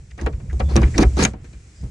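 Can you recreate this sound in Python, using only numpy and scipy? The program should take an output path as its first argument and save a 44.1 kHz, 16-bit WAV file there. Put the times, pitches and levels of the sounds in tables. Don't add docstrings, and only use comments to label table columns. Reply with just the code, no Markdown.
import sys
import numpy as np
from scipy import signal
from scipy.io import wavfile

SR = 44100
rng = np.random.default_rng(int(sys.argv[2]) if len(sys.argv) > 2 else 0)


def transcribe(u):
    v = np.clip(np.atleast_2d(u).T, -1, 1)
    q = np.round(v * 32767).astype(np.int16)
    wavfile.write(sys.argv[1], SR, q)


N = 83790
T = np.arange(N) / SR
EARS = np.array([[1], [-1]])

# pitch_hz, left_minus_right_db
LEFT_LEAN = [(330, -1), (700, 1), (1400, 1.5), (2800, 1), (10000, 0)]


def from_db(db):
    return 10 ** (np.asarray(db) / 20)


def unit(x):
    return x / np.sqrt(np.mean(np.sum(x ** 2, axis=-1)) + 1e-20)


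def at_hz(points, hz):
    pitches, values = np.transpose(points)
    return np.interp(np.log(hz), np.log(pitches), values)


def level(rows):
    return from_db(np.interp(T, *np.transpose(rows)))


def dying(t, ring_s):
    return from_db(-60 * t / ring_s)


def lingering(force, ring_s):
    keep = from_db(-120 / (ring_s * SR))
    return signal.lfilter([1 - keep], [1, -keep], force ** 2 + 1e-18)


def add(track, start_s, sound):
    start = int(start_s * SR)
    track[start:start + len(sound)] += sound[:max(N - start, 0)]


def likeness(hz):
    # pitch_hz, likeness (1 = the same)
    alike = [(180, 1), (350, 0.93), (700, 0.14), (1500, 0.29), (2800, 0.067), (5500, 0.54), (11000, 0.083)]
    return .9998 if hz < 110 else at_hz(alike, hz)


def noise_bands(colour):
    edges = 20 * 2 ** (np.arange(30) / 3)
    white = rng.standard_normal((2, 2, N + SR // 10))
    for k, (low, high) in enumerate(zip(edges, edges[1:])):
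        hz = np.sqrt(low * high)
        band_filter = signal.butter(2, [low, high], "band", fs=SR, output="sos")
        mid, side = signal.sosfilt(band_filter, white[k % 2])[:, -N:]
        alike = likeness(hz)
        pair = np.sqrt(1 + alike) * mid + np.sqrt(1 - alike) * side * EARS
        gain = from_db(at_hz(colour, hz) + EARS * at_hz(LEFT_LEAN, hz) / 2)
        yield hz, unit(pair) * np.sqrt(high - low) * gain


def steady_noise(colour):
    return unit(sum(band for hz, band in noise_bands(colour))) * np.sqrt(N)


def grains(size, per_s=6000, spread_db=3):
    hit = rng.random(size) < per_s / SR
    strength = from_db(spread_db * np.minimum(rng.exponential(1, size), 4))
    return unit(hit * strength * rng.choice([-1, 1], size)) * np.sqrt(size)


def tone(hz, ring_s):
    t = T[:SR // 2]
    spread = np.arccos(likeness(hz)) / 2 * rng.choice([-1, 1])
    balance = from_db(EARS * at_hz(LEFT_LEAN, hz) / 2)
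    return balance * dying(t, ring_s) * np.sin(2 * np.pi * hz * t + EARS * spread)


def struck_part(force, tones, colour, tones_db, crack_db):
    # pitch_hz, ring_s
    ring_times = [(100, 0.14), (400, 0.13), (1000, 0.093), (2700, 0.066), (7000, 0.076), (14000, 0.029)]
    crack, room = from_db(crack_db) ** 2, from_db(-26) ** 2
    crack_and_echo = crack * lingering(force, ring_s=.021) + room * lingering(force, ring_s=1)
    noisy, power = 0, 0
    for hz, band in noise_bands(colour):
        noisy += band * np.sqrt(lingering(force, at_hz(ring_times, hz)) + crack_and_echo)
        power += band.var()
    noisy /= np.sqrt(power * (1 + crack + room))
    chord = sum((-1) ** k * from_db(db) * tone(hz, ring_s) for k, (hz, db, ring_s) in enumerate(tones))
    clear = signal.fftconvolve(force[None], unit(chord), axes=1)[:, :N]
    return (noisy + from_db(tones_db) * clear) / np.hypot(1, from_db(tones_db))


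def boom(pitch_hz=64, waver=.0988, waver_hz=13.3):
    # time_s, level_db
    shaking = [(0.0, -34), (0.046, -60), (0.148, -31), (0.178, -49), (0.216, -30), (0.258, -14),
               (0.312, -36.5), (0.348, -17), (0.38, -38), (0.496, -33), (0.566, -17.5), (0.602, -35),
               (0.634, -13.5), (0.724, -20.5), (0.756, -8.5), (0.782, -21), (0.862, -7.5), (0.894, -29),
               (0.962, -24), (1.004, -12.5), (1.036, -22), (1.074, -5.5), (1.116, -29), (1.152, -18),
               (1.238, -22), (1.27, -34), (1.348, -32.5), (1.422, -52), (1.576, -32.5), (1.602, -45),
               (1.772, -48.5), (1.814, -32.5), (1.846, -24.5), (1.9, -41)]
    smoothing = signal.butter(2, waver_hz, fs=SR, output="sos")
    drift = signal.sosfilt(smoothing, rng.standard_normal(2 * N))[N:]
    hz = pitch_hz * (1 + waver * drift / drift.std())
    return from_db(-.5) * level(shaking) * np.sqrt(2) * np.sin(2 * np.pi * np.cumsum(hz) / SR)


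def rumble():
    # time_s, level_db
    swells = [(0, -38), (.12, -48), (.25, -33), (.45, -30), (.62, -27.5), (.82, -17), (.92, -27.5),
              (1.04, -21.5), (1.24, -31), (1.36, -38), (1.5, -41.5), (1.78, -50), (1.84, -23), (1.9, -38.5)]
    # pitch_hz, level_db
    colour = [(22, -11.5), (34, 1), (55, 0.5), (95, 2.5), (140, -1), (220, -21), (450, -27), (900, -43.5),
              (2000, -58)]
    return level(swells) * steady_noise(colour)


def hiss():
    # time_s, level_db
    swells = [(0, -58.5), (.45, -57.5), (.6, -51.5), (.72, -51), (.92, -44), (1.12, -47), (1.28, -40.5),
              (1.36, -71), (1.45, -55.5), (1.6, -55.5), (1.8, -53.5), (1.9, -54.5)]
    # pitch_hz, level_db
    colour = [(300, 9.5), (1000, -4.5), (2200, 2), (3100, -5.5), (4500, -4.5), (7000, 1.5), (8800, -7),
              (10200, -24), (12000, -38.5), (16000, -47.5)]
    return level(swells) * steady_noise(colour)


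def squeaks():
    # start_s, length_s, pitch_hz, half_width_hz, level_db
    slips = [(0.102, 0.023, 2135, 400, -50), (0.187, 0.015, 1780, 202, -37.5),
             (0.211, 0.012, 1840, 250, -44), (0.492, 0.029, 1760, 298, -44), (0.629, 0.11, 3500, 70, -55.5),
             (0.688, 0.037, 4300, 250, -49), (.832, 0.013, 1990, 246, -29),
             (0.936, 0.029, 1850, 328, -34.5), (1.028, 0.014, 1800, 260, -24.5),
             (1.711, .12, 4950, 150, -61)]
    out, t = np.zeros(N), T[:SR // 8]
    for start_s, length_s, hz, half_width_hz, db in slips:
        rub = grains(len(t)) * np.sin(np.pi * np.minimum(t / length_s, 1))
        band = signal.butter(2, [hz - half_width_hz, hz + half_width_hz], "band", fs=SR, output="sos")
        add(out, start_s, from_db(db) * unit(signal.sosfilt(band, rub)) * np.sqrt(length_s * SR / 2))
    return out


def knocks(boost_db=26):
    # start_s, door_db, boards_db, hasp_db, rod_db, chatter_s, click_hz
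    hits = [(0.111, -74, -55.5, -56, -57, .006, 4700), (0.178, -37.5, -34.5, -41, -51.5, 0.021, 6240),
            (0.213, -26.5, -49, -52, -42.5, 0.0037, 6300), (0.2624, -23, -20, -28.5, -47.5, 0.0057, 6900),
            (0.327, -50, -51, -47.5, -61, 0.0098, 4300), (0.401, -41.5, -47.5, -53.5, -66, 0.0027, 6400),
            (0.53, -30.5, -44, -61, -54, 0.0067, 6440), (0.596, -39.5, -29, -56, -45, 0.008, 4420),
            (0.601, -24.5, -21.5, -30, -49, 0.0042, 4300), (0.688, -47, -32.5, -44, -60, 0.0079, 4400),
            (.712, -27.5, -33, -59, -62, 0.0038, 4400), (0.758, -12.5, -27, -34, -44, 0.0038, 6240),
            (.763, -14.5, -17.5, -26.5, -24, 0.0037, 5730), (0.768, -11, -23, -25, -36, 0.011, 6250),
            (0.817, -23.5, -24, -38, -41, 0.0074, 4900), (0.83, -19, -36, -28, -55, 0.0034, 6300),
            (.9797, -19, -15.5, -24, -21, 0.0078, 5710), (.987, -7.5, -22.5, -37, -42, 0.0084, 6200),
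            (1.026, -15.5, -19, -26, -35.5, 0.0047, 5100), (1.168, -20, -22.5, -41, -39, 0.0076, 6140),
            (1.189, -14.5, -17.5, -24.5, -40.5, 0.0088, 4600), (1.232, -13, -46.5, -26, -26, 0.0032, 7180),
            (1.2373, -17.5, -32, -25, -20, 0.0086, 6670), (1.2505, -32, -19, -17, -16.5, 0.0017, 6530),
            (1.335, -32, -37, -50.5, -58.5, 0.0036, 6300), (1.444, -41.5, -53, -50, -60, 0.011, 4300),
            (1.53, -44.5, -60, -51.5, -59.5, 0.01, 4210), (1.812, -55, -62, -72, -59, 0.0082, 6340),
            (1.837, -42, -47, -64, -61, .016, 4970)]
    forces, clicks, t = np.zeros((4, N)), np.zeros(N), T[:SR // 12]
    first_touch = t == 0
    for start_s, door_db, boards_db, hasp_db, rod_db, chatter_s, click_hz in hits:
        grit = grains(len(t))
        build_up = 1 - np.exp(-t / (.19 * chatter_s))
        blow = unit(unit(grit * np.exp(-t / chatter_s) * build_up) + .23 * first_touch)
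        sharp_blow = unit(unit(grit * np.exp(-t / (.45 * chatter_s))) + .68 * first_touch)
        add(forces[0], start_s, from_db(door_db) * unit(blow + 2 * first_touch))
        add(forces[1], start_s, from_db(boards_db) * blow)
        add(forces[2], start_s, from_db(hasp_db) * blow)
        add(forces[3], start_s, from_db(rod_db) * sharp_blow)
        ping = dying(t, ring_s=.0083) * np.sin(2 * np.pi * click_hz * t)
        add(clicks, start_s, from_db(rod_db - 2) * unit(signal.fftconvolve(sharp_blow, ping)))
    return from_db(boost_db) * forces, from_db(boost_db) * clicks


def door(force):
    # pitch_hz, level_db, ring_s
    tones = [(124.6, -7, 0.34), (168.7, -6, 0.13), (215.2, 1, 0.19), (282.6, -4.5, 0.18),
             (337.5, -1, 0.099)]
    # pitch_hz, level_db
    colour = [(70, -22.5), (120, -7), (200, -9), (330, 1), (450, -9), (700, -36.5), (1500, -55),
              (4000, -77)]
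    return struck_part(force, tones, colour, tones_db=.5, crack_db=-7.5)


def boards(force):
    # pitch_hz, level_db, ring_s
    tones = [(471.5, -2.5, .17), (551, -6, 0.19), (625.5, -2.5, 0.074), (751.6, 2, 0.093), (933, -2, 0.089),
             (1136, -4.5, 0.1), (1295, -4.5, 0.076)]
    # pitch_hz, level_db
    colour = [(200, 3), (350, -5), (490, 3.5), (750, 1), (1150, -4), (1600, -14), (3000, -47), (8000, -66)]
    return struck_part(force, tones, colour, tones_db=-4.5, crack_db=-10)


def hasp(force):
    # pitch_hz, level_db, ring_s
    tones = [(1641, -0.5, 0.064), (1800, -10, 0.064), (1967, -6, 0.041), (2175, -3, 0.059),
             (2370, 2, 0.055), (2818, -4, 0.025), (2880, -12.5, 0.074)]
    # pitch_hz, level_db
    colour = [(500, -37), (1000, -6), (1500, 2.5), (2400, -1), (3200, -9), (4500, -15), (10000, -46),
              (16000, -66)]
    return struck_part(force, tones, colour, tones_db=-6, crack_db=0)


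def rod(force):
    # pitch_hz, level_db, ring_s
    tones = [(3620, -3.5, 0.067), (3833, 10, 0.016), (4800, -12, 0.037), (6336, 14, 0.029),
             (6540, 7.5, 0.034), (8750, -17, .04)]
    # pitch_hz, level_db
    colour = [(1000, -17), (2500, 8.5), (3200, -12), (4200, -1), (6300, -6.5), (7600, -1), (10000, -12),
              (12000, -6), (16000, -29)]
    return struck_part(force, tones, colour, tones_db=2.5, crack_db=6.5)


def crumbling_rust(force):
    # pitch_hz, level_db
    colour = [(1500, -8), (3100, -8), (4300, 3), (5500, 0.5), (6800, -7.5), (8500, -12.5), (10000, -10.5),
              (12000, -16.5), (16000, -17.5)]
    return np.sqrt(lingering(force, ring_s=.006)) * steady_noise(colour)


def slides(edge_s=.0066):
    # start_s, length_s, door_db, boards_db, hasp_db, rust_db, rise_db
    pulls = [(0.192, 0.057, -39, -41, -54.5, -55.5, 0), (0.688, 0.096, -50, -46.5, -49, -50.5, -2.5),
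             (0.799, .09, -35.5, -47, -45.5, -64, -5), (0.942, 0.047, -19.5, -31.5, -42.5, -41, 9),
             (0.996, .041, -11, -21.5, -26.5, -27.5, 6.5), (1.171, 0.063, -16, -19.5, -22.5, -22.5, 14)]
    forces, grit = np.zeros((4, N)), grains(N)
    for start_s, length_s, *part_db, rise_db in pulls:
        moving = np.clip(np.minimum(T - start_s, start_s + length_s - T) / edge_s, 0, 1)
        progress = np.clip((T - start_s) / length_s, 0, 1)
        forces += from_db(part_db)[:, None] * moving * from_db(rise_db * (progress - 1)) * grit
    return forces


def panel_rings(rise_s=.003):
    # start_s, pitch_hz, level_db, ring_s
    rings = [(.268, 427, -24, 0.14), (.606, 476, -25.5, .12), (.764, 332.7, -12.5, 0.21),
             (.985, 289.3, -13, 0.17), (1.028, 348, -22.5, 0.14), (1.229, 185.5, -8, 0.07)]
    out, t = np.zeros(N), T[:SR // 3]
    for start_s, hz, db, ring_s in rings:
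        shape = (1 - np.exp(-t / rise_s)) * dying(t, ring_s)
        add(out, start_s, from_db(db) * shape * np.sin(2 * np.pi * hz * t))
    return out


def scene():
    (door_hit, boards_hit, hasp_hit, rod_hit), clicks = knocks()
    door_rub, boards_rub, hasp_rub, rust_rub = slides()
    wood = door(door_hit + door_rub) + boards(boards_hit + boards_rub)
    metal = hasp(hasp_hit + hasp_rub) + rod(rod_hit + from_db(-9) * rust_rub)
    rust = crumbling_rust(rust_rub + from_db(-7.5) * rod_hit)
    background = rumble() + hiss()
    return wood + metal + rust + panel_rings() + clicks + squeaks() + boom() + background


def record(dry):
    treble_hz, treble_db, cutoff_hz = 10770, -15.5, 16500
    rounded = dry / (1 + (dry / .95) ** 6) ** (1 / 6)
    dull = signal.sosfilt(signal.ellip(8, .5, 60, treble_hz, fs=SR, output="sos"), rounded)
    treble = signal.sosfilt(signal.butter(8, treble_hz, "high", fs=SR, output="sos"), rounded)
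    top_cut = signal.cheby2(12, 70, cutoff_hz, fs=SR, output="sos")
    return signal.sosfilt(top_cut, dull + from_db(treble_db) * treble)


dry = scene()
out = record(dry)
transcribe(out)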